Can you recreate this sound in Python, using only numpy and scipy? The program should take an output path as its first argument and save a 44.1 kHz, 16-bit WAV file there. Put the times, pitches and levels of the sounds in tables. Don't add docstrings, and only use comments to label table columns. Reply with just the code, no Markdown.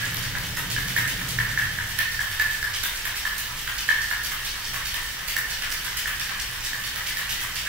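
import sys
import numpy as np
from scipy import signal
from scipy.fft import rfft, irfft
from scipy.io import wavfile

SR = 44100
rng = np.random.default_rng(int(sys.argv[2]) if len(sys.argv) > 2 else 0)


def transcribe(signal):
    frames = np.atleast_2d(signal).T
    limited = np.clip(frames, -1, 1)
    pcm = np.round(limited * 32767).astype(np.int16)
    wavfile.write(sys.argv[1], SR, pcm)


def nominal_scale(level):
    x = np.asarray(level, float) / 20
    return 10 ** x


N = 338996
T = np.arange(N) / SR

# start in seconds, relative ice level in dB, relative fizz level of fine chips in dB.
STROKES = [(0.046, -33, -60), (0.144, -37, -45), (0.223, -35, -43), (0.341, -39, -55),
           (0.432, -36.5, -39.5), (0.568, -34, -32.5), (0.7, -30.5, -35), (0.779, -36, -36),
           (0.875, -33.5, -39), (0.966, -28.5, -30.5), (1.075, -29.5, -36), (1.19, -36, -40),
           (1.281, -31, -34.5), (1.387, -35, -40), (1.48, -37.5, -43), (1.582, -33.5, -38),
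           (1.68, -56.5, -55), (1.785, -50.5, -59.5), (1.89, -34, -40), (1.984, -30, -34),
           (2.112, -37, -39), (2.203, -33.5, -37), (2.31, -35, -37), (2.394, -34.5, -34),
           (2.506, -35.5, -35), (2.631, -38, -47), (2.735, -29.5, -37), (2.831, -29, -30),
           (2.949, -34, -44), (3.052, -33.5, -34), (3.153, -32.5, -34.5), (3.248, -36, -37),
           (3.377, -34, -32), (3.469, -58.5, -52), (3.57, -37.5, -39), (3.672, -33.5, -38),
           (3.778, -30.5, -35), (3.88, -28.5, -38), (4.014, -32, -37.5), (4.102, -36, -40),
           (4.233, -32, -33), (4.315, -36, -38), (4.445, -30, -35.5), (4.541, -57, -56),
           (4.643, -32.5, -52), (4.737, -35, -36), (4.85, -30.5, -33.5), (4.94, -31, -35),
           (5.04, -38, -41.5), (5.161, -44.5, -55), (5.276, -32, -31), (5.36, -37, -32), (5.496, -30, -42),
           (5.618, -30.5, -45), (5.711, -33.5, -35), (5.844, -33.5, -36), (5.968, -29, -32.5),
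           (6.071, -35.5, -35), (6.194, -31.5, -37), (6.289, -34.5, -48), (6.393, -31.5, -47.5),
           (6.517, -40, -53), (6.636, -32, -36), (6.749, -51, -43), (6.836, -32, -42), (6.953, -38.5, -39),
           (7.062, -30.5, -33.5), (7.174, -34, -37), (7.292, -28.5, -32), (7.412, -37.5, -34),
           (7.552, -29, -38.5), (7.661, -36, -42)]


def unit(x):
    return x / np.sqrt(np.mean(x ** 2))


def shape(x, gain):
    n = x.shape[-1]
    freq_hz = np.arange(n // 2 + 1) * SR / n + 1
    return irfft(rfft(x) * gain(freq_hz), n)


def colour(x, points):
    hz, db = np.transpose(points)
    return shape(x, lambda f: nominal_scale(np.interp(np.log(f), np.log(hz), db)))


def resonate(x, modes):
    def response(f):
        total = 0
        for k, (hz, width_hz, db) in enumerate(modes):
            total = total + (-1) ** k * nominal_scale(db) / (1 + 1j * (f - hz * hz / f) / width_hz)
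        return total
    return shape(x, response)


def add(out, start_s, sound):
    i = max(int(start_s * SR), 0)
    out[i:i + len(sound)] += sound[:N - i]


def rattle():
    # chips over the ice in dB, relative slosh level in dB.
    cap_end = (4.9, -56)
    base_end = (-4.5, -37.5)
    # centre in Hz, width in Hz, relative level in dB.
    slosh_modes = [(730, 270, -21.5), (1098, 250, 2.5), (1410, 270, -3.5)]
    # frequency in Hz, relative density in dB per Hz.
    fizz_spectrum = [(3000, -35.5), (6000, 1), (8000, 1.5), (11000, 1.5), (14000, 3.5), (15800, 3.5),
                     (20000, -31)]
    _, cubes_db, fizz_db = np.transpose(STROKES)
    more_chips_db, slosh_db = np.resize([cap_end, base_end], (len(STROKES), len(cap_end))).T
    cubes = surge(cubes_db, 0.0016, 0.012, -45.5)
    chips = surge(cubes_db + more_chips_db, 0.0013, 0.012, -41.5)
    fizz = grains(6000, 2.4) * surge(fizz_db, 0.00046, 0.013, -46.5)
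    slosh = grains(3000, 3.9) * surge(slosh_db, 0.0028, 0.021, -65)
    base = surge(0.59 * cubes_db + 0.381 * slosh_db, 0.0025, 0.015, -46.5)
    ringing = nominal_scale(10.5) * clatter(base, cubes, chips)
    return ringing + nominal_scale(5.5) * colour(fizz, fizz_spectrum) + nominal_scale(14.5) * resonate(slosh, slosh_modes)


def clatter(base, cubes, chips):
    # unshifted centre in Hz, width in Hz, relative level in dB.
    tin_modes = [(1750, 314, 4.5), (2260, 700, -4), (3095, 444, 0.5), (3700, 270, -1.5), (4540, 380, -4.5),
                 (5430, 570, -6.5), (6450, 3500, -11.5)]
    out = np.zeros(N)
    for hz, width_hz, db in tin_modes:
        shower = base if hz < 2000 else cubes if hz < 4000 else chips
        for shift in (-0.026, 0, 0.026):
            out += resonate(grains(400, 3.3) * shower, [(hz * (1 + shift), width_hz, db)])
    return out


def grains(per_s, spread_db):
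    size = rng.standard_normal(N) * nominal_scale(spread_db * np.minimum(rng.exponential(size=N), 4))
    return unit(size * (rng.random(N) < per_s / SR))


def surge(stroke_db, base_rise_s, power_fall_s, between_db):
    cap_slower = 3.0
    t = T[:SR // 2]
    power = np.full(N, nominal_scale(2 * between_db))
    for k, (start_s, level_db) in enumerate(zip(np.transpose(STROKES)[0], stroke_db)):
        rise_s = base_rise_s * (1 if k % 2 else cap_slower)
        rise = 1 - np.exp(-t / rise_s)
        add(power, start_s, nominal_scale(2 * level_db) * rise ** 2 * np.exp(-t / power_fall_s))
    return np.sqrt(power)


def knocks():
    # time in seconds,
    # relative ring level in dB, ring pitch in Hz, relative crack level in dB, ring length in seconds.
    cube_hits = [(0.3533, -17.5, 1660, -49, 0.0018), (0.7646, -16.5, 1710, -31, 0.0032),
                 (0.9646, -12.5, 1790, -22, 0.0036), (1.3884, -12.5, 1785, -31.5, 0.0034),
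                 (1.5764, -13.5, 1748, -26, 0.0036), (1.6206, -20, 1780, -44, 0.0032),
                 (1.7881, -16.5, 1756, -45, 0.0025), (1.99, -18, 1788, -17, 0.0094),
                 (2.193, -17.5, 1715, -36, 0.0043), (2.399, -17, 1750, -20, 0.012),
                 (2.629, -17.5, 1705, -24, 0.0035), (2.839, -21, 1560, -19.5, 0.0025),
                 (3.0542, -22.5, 1750, -26, 0.003), (3.2532, -19.5, 1750, -29, 0.0076),
                 (3.677, -21.5, 1584, -39.5, 0.0033), (3.8903, -9.5, 1758, -40, 0.0042),
                 (4.113, -17.5, 1696, -45, 0.0043), (4.3178, -25.5, 1680, -41, .004),
                 (4.95, -24.5, 1790, -43, 0.0032), (5.3668, -15.5, 1767, -20, 0.0044),
                 (5.487, -30, 1750, -27.5, .004), (6.0583, -17, 1768, -33, 0.0027),
                 (6.733, -20, 1750, -27, 0.0033), (6.9611, -30, 1800, -24, 0.0044),
                 (7.1074, -28, 1730, -37, 0.0045), (7.172, -19.5, 1800, -24.5, 0.0023),
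                 (7.377, -29, 1970, -39, .003), (7.673, -24, 1730, -36.5, .004)]
    out, t = np.zeros(N), T[:SR // 16]
    push = 1 - np.exp(-t / 0.0005)
    thud = 0.092 * np.sin(2 * np.pi * 1100 * t) * np.exp(-np.log(1000) * t / 0.033)
    for (s, db, hz, crack_db, ring_s), noise in zip(cube_hits, rng.standard_normal((len(cube_hits), 256))):
        ring = np.sin(2 * np.pi * hz * t) + 0.17 * np.sin(2 * np.pi * 1.17 * hz * t)
        decay = np.exp(-(t / ring_s) ** 2) + 0.16 * np.exp(-t / (3.7 * ring_s))
        add(out, s - 0.001, nominal_scale(db + 4) * push * (ring * decay + thud))
        add(out, s - 0.001, nominal_scale(crack_db + 14.5) * crack(noise))
    return out


def ticks():
    # start in seconds, relative level in dB.
    ice_ticks = [(0.145, -17), (0.17, -18), (0.3845, -20), (0.552, -22), (3.3822, -15), (4.2486, -16),
                 (4.736, -21.5), (5.284, -27.5), (5.624, -19), (5.7039, -16), (5.9714, -21), (6.5126, -22),
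                 (7.406, -19), (7.5451, -23)]
    out = np.zeros(N)
    for (start_s, db), noise in zip(ice_ticks, rng.standard_normal((len(ice_ticks), 256))):
        add(out, start_s, nominal_scale(db + 8.5) * crack(noise))
    return out


def crack(noise):
    # frequency in Hz, relative density in dB per Hz.
    snap_spectrum = [(800, -12), (2000, -37), (5000, 0), (8000, -16.5), (10500, -5.5), (14500, -3.5)]
    return colour(noise, snap_spectrum) * np.exp(-np.log(1000) * T[:len(noise)] / 0.005)


def room(x):
    # frequency in Hz, gain in dB.
    left_port = [(300, -6.7), (700, -2.5), (1600, -2.5), (2800, .1), (5000, 0), (12000, -0.5)]
    places, places_per_s, lead = 14, 40, 64
    place = T * places_per_s % places
    out = np.zeros((2, N))
    for k in range(places):
        away = np.abs((place - k + places / 2) % places - places / 2)
        share = np.cos(np.pi / 2 * np.minimum(away, 1))
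        near = signal.oaconvolve((x * share ** 2)[None], paths(lead), axes=1)
        out += near[:, lead:N + lead]
        wash = signal.fftconvolve((x * share)[None], tail(), axes=1)
        out += wash[:, :N]
        out[:, :wash.shape[1] - N] += nominal_scale(3.5) * wash[:, N:]
    return np.array([colour(out[0], left_port), out[1]])


def paths(lead):
    # mean delay in ms, relative left level in dB, relative right level in dB.
    first_echoes = [(12.834, 11, -34), (16.83, 6, 1), (19.87, 10.5, -17), (23.1, -5, 9.5), (25.32, -6, -23),
                    (36.06, -8, -43.5)]
    # frequency in Hz, gain in dB.
    left_shading = [(700, -16), (1750, -2.5), (3000, -6.5), (8000, -7.5), (15000, -6.5)]
    direct = signal.unit_impulse(shape=2048, idx=lead)
    echoes = np.zeros((2, len(direct)))
    shifts_ms = 0.066 * rng.standard_normal(len(first_echoes))
    for (ms, left_db, right_db), shift_ms in zip(first_echoes, shifts_ms):
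        i = lead + int((ms + shift_ms) * SR / 1000)
        echoes[:, i] = nominal_scale(-10.0 + np.array([left_db, right_db]))
    echoes = colour(echoes, [(2000, -1.5), (5000, -7.5), (16000, -4.5)])
    lag_samples = 2.5 + 1.16 * rng.standard_normal()
    left = shape(colour(direct, left_shading), lambda f: np.exp(-2j * np.pi * f * lag_samples / SR))
    return echoes + [left, direct]


def tail():
    # frequency in Hz, time to fall 60 dB in seconds.
    decay_times = [(500, 0.62), (1700, 0.91), (4000, 0.43), (8000, 0.26), (16000, 0.29)]
    t = T[:24576]
    hz, t60_s = np.transpose(decay_times)
    out, noise = 0, pair(len(t))
    for centre_hz in 350 * 2 ** np.arange(0, 6, 0.5):
        band = shape(noise, lambda f: np.exp(-(np.log2(f / centre_hz) / 0.27) ** 2))
        band_t60_s = np.interp(np.log(centre_hz), np.log(hz), t60_s)
        out = out + band * np.exp(-np.log(1000) * t / band_t60_s)
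    return out * nominal_scale(-31.0) * np.clip((t - 0.008) / 0.032, 0, 1)


def pair(size):
    # frequency in Hz, side gain in dB.
    port_unlikeness = [(60, -18.5), (170, -13.5), (350, -8), (700, -6), (1500, -5.5), (3000, 0),
                       (6000, 0.8)]
    mid, side = rng.standard_normal((2, size))
    side = colour(side, port_unlikeness)
    return np.array([mid + side, mid - side])


def outside():
    # time in seconds, high note level in dB, low note level in dB.
    vehicle_levels = [(0.0, -36.5, -45), (1.24, -34.5, -47), (1.79, -40, -38), (2.05, -45.5, -47.5),
                      (2.89, -54.5, -47.5), (3.38, -50.5, -57), (7.69, -48.5, -64)]
    # time in seconds, level in dB.
    rumble_levels = [(0, -47), (1.1, -40), (2.0, -46.5), (4.8, -45), (7.69, -47.5)]
    # centre in Hz, width in Hz of one pass, relative level in dB of one pass.
    outside_modes = [
        [(119.2, 18.7, 5.5), (158.4, 22.7, 2), (180.2, 18.5, 2.5), (270, 69, -3.5), (510, 370, -8)],
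        [(95.6, 20, 0)],
        [(48.54, 21, 0)],
    ]
    s, *notes_db = np.transpose(vehicle_levels)
    levels_db = [np.interp(T, s, db) for db in notes_db]
    levels_db.append(np.interp(T, *np.transpose(rumble_levels)))
    out = np.zeros((2, N))
    for modes, db in zip(outside_modes, levels_db):
        out += unit(resonate(resonate(pair(N), modes), modes)) * nominal_scale(db)
    return out


def fridge_hum():
    # frequency in Hz, rms level in dB.
    hum_partials = [(120, -60)]
    return sum(nominal_scale(db) * np.sqrt(2) * np.sin(2 * np.pi * hz * T) for hz, db in hum_partials)


def room_tone():
    # frequency in Hz, relative density in dB per Hz.
    tone_spectrum = [(12, -5), (20, 15.5), (43, -3), (87, 0), (125, -11.5), (206, -9.5), (350, -14),
                     (484, -11), (670, -17), (795, -11), (897, -7.5), (1200, -21), (1560, -8), (2640, -120)]
    return nominal_scale(-44) * unit(colour(pair(N), tone_spectrum))


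def scene():
    tin = rattle() + knocks() + ticks()
    return room(tin) + outside() + fridge_hum() + room_tone()


def top_cut(x):
    return signal.sosfilt(signal.butter(12, 16960, fs=SR, output="sos"), x)


def record(dry):
    low_pass = signal.ellip(10, 0.2, 45, 15740, fs=SR, output="sos")
    mix = signal.sosfilt(low_pass, dry)
    return top_cut(mix)


dry = scene()
out = record(dry)
transcribe(out)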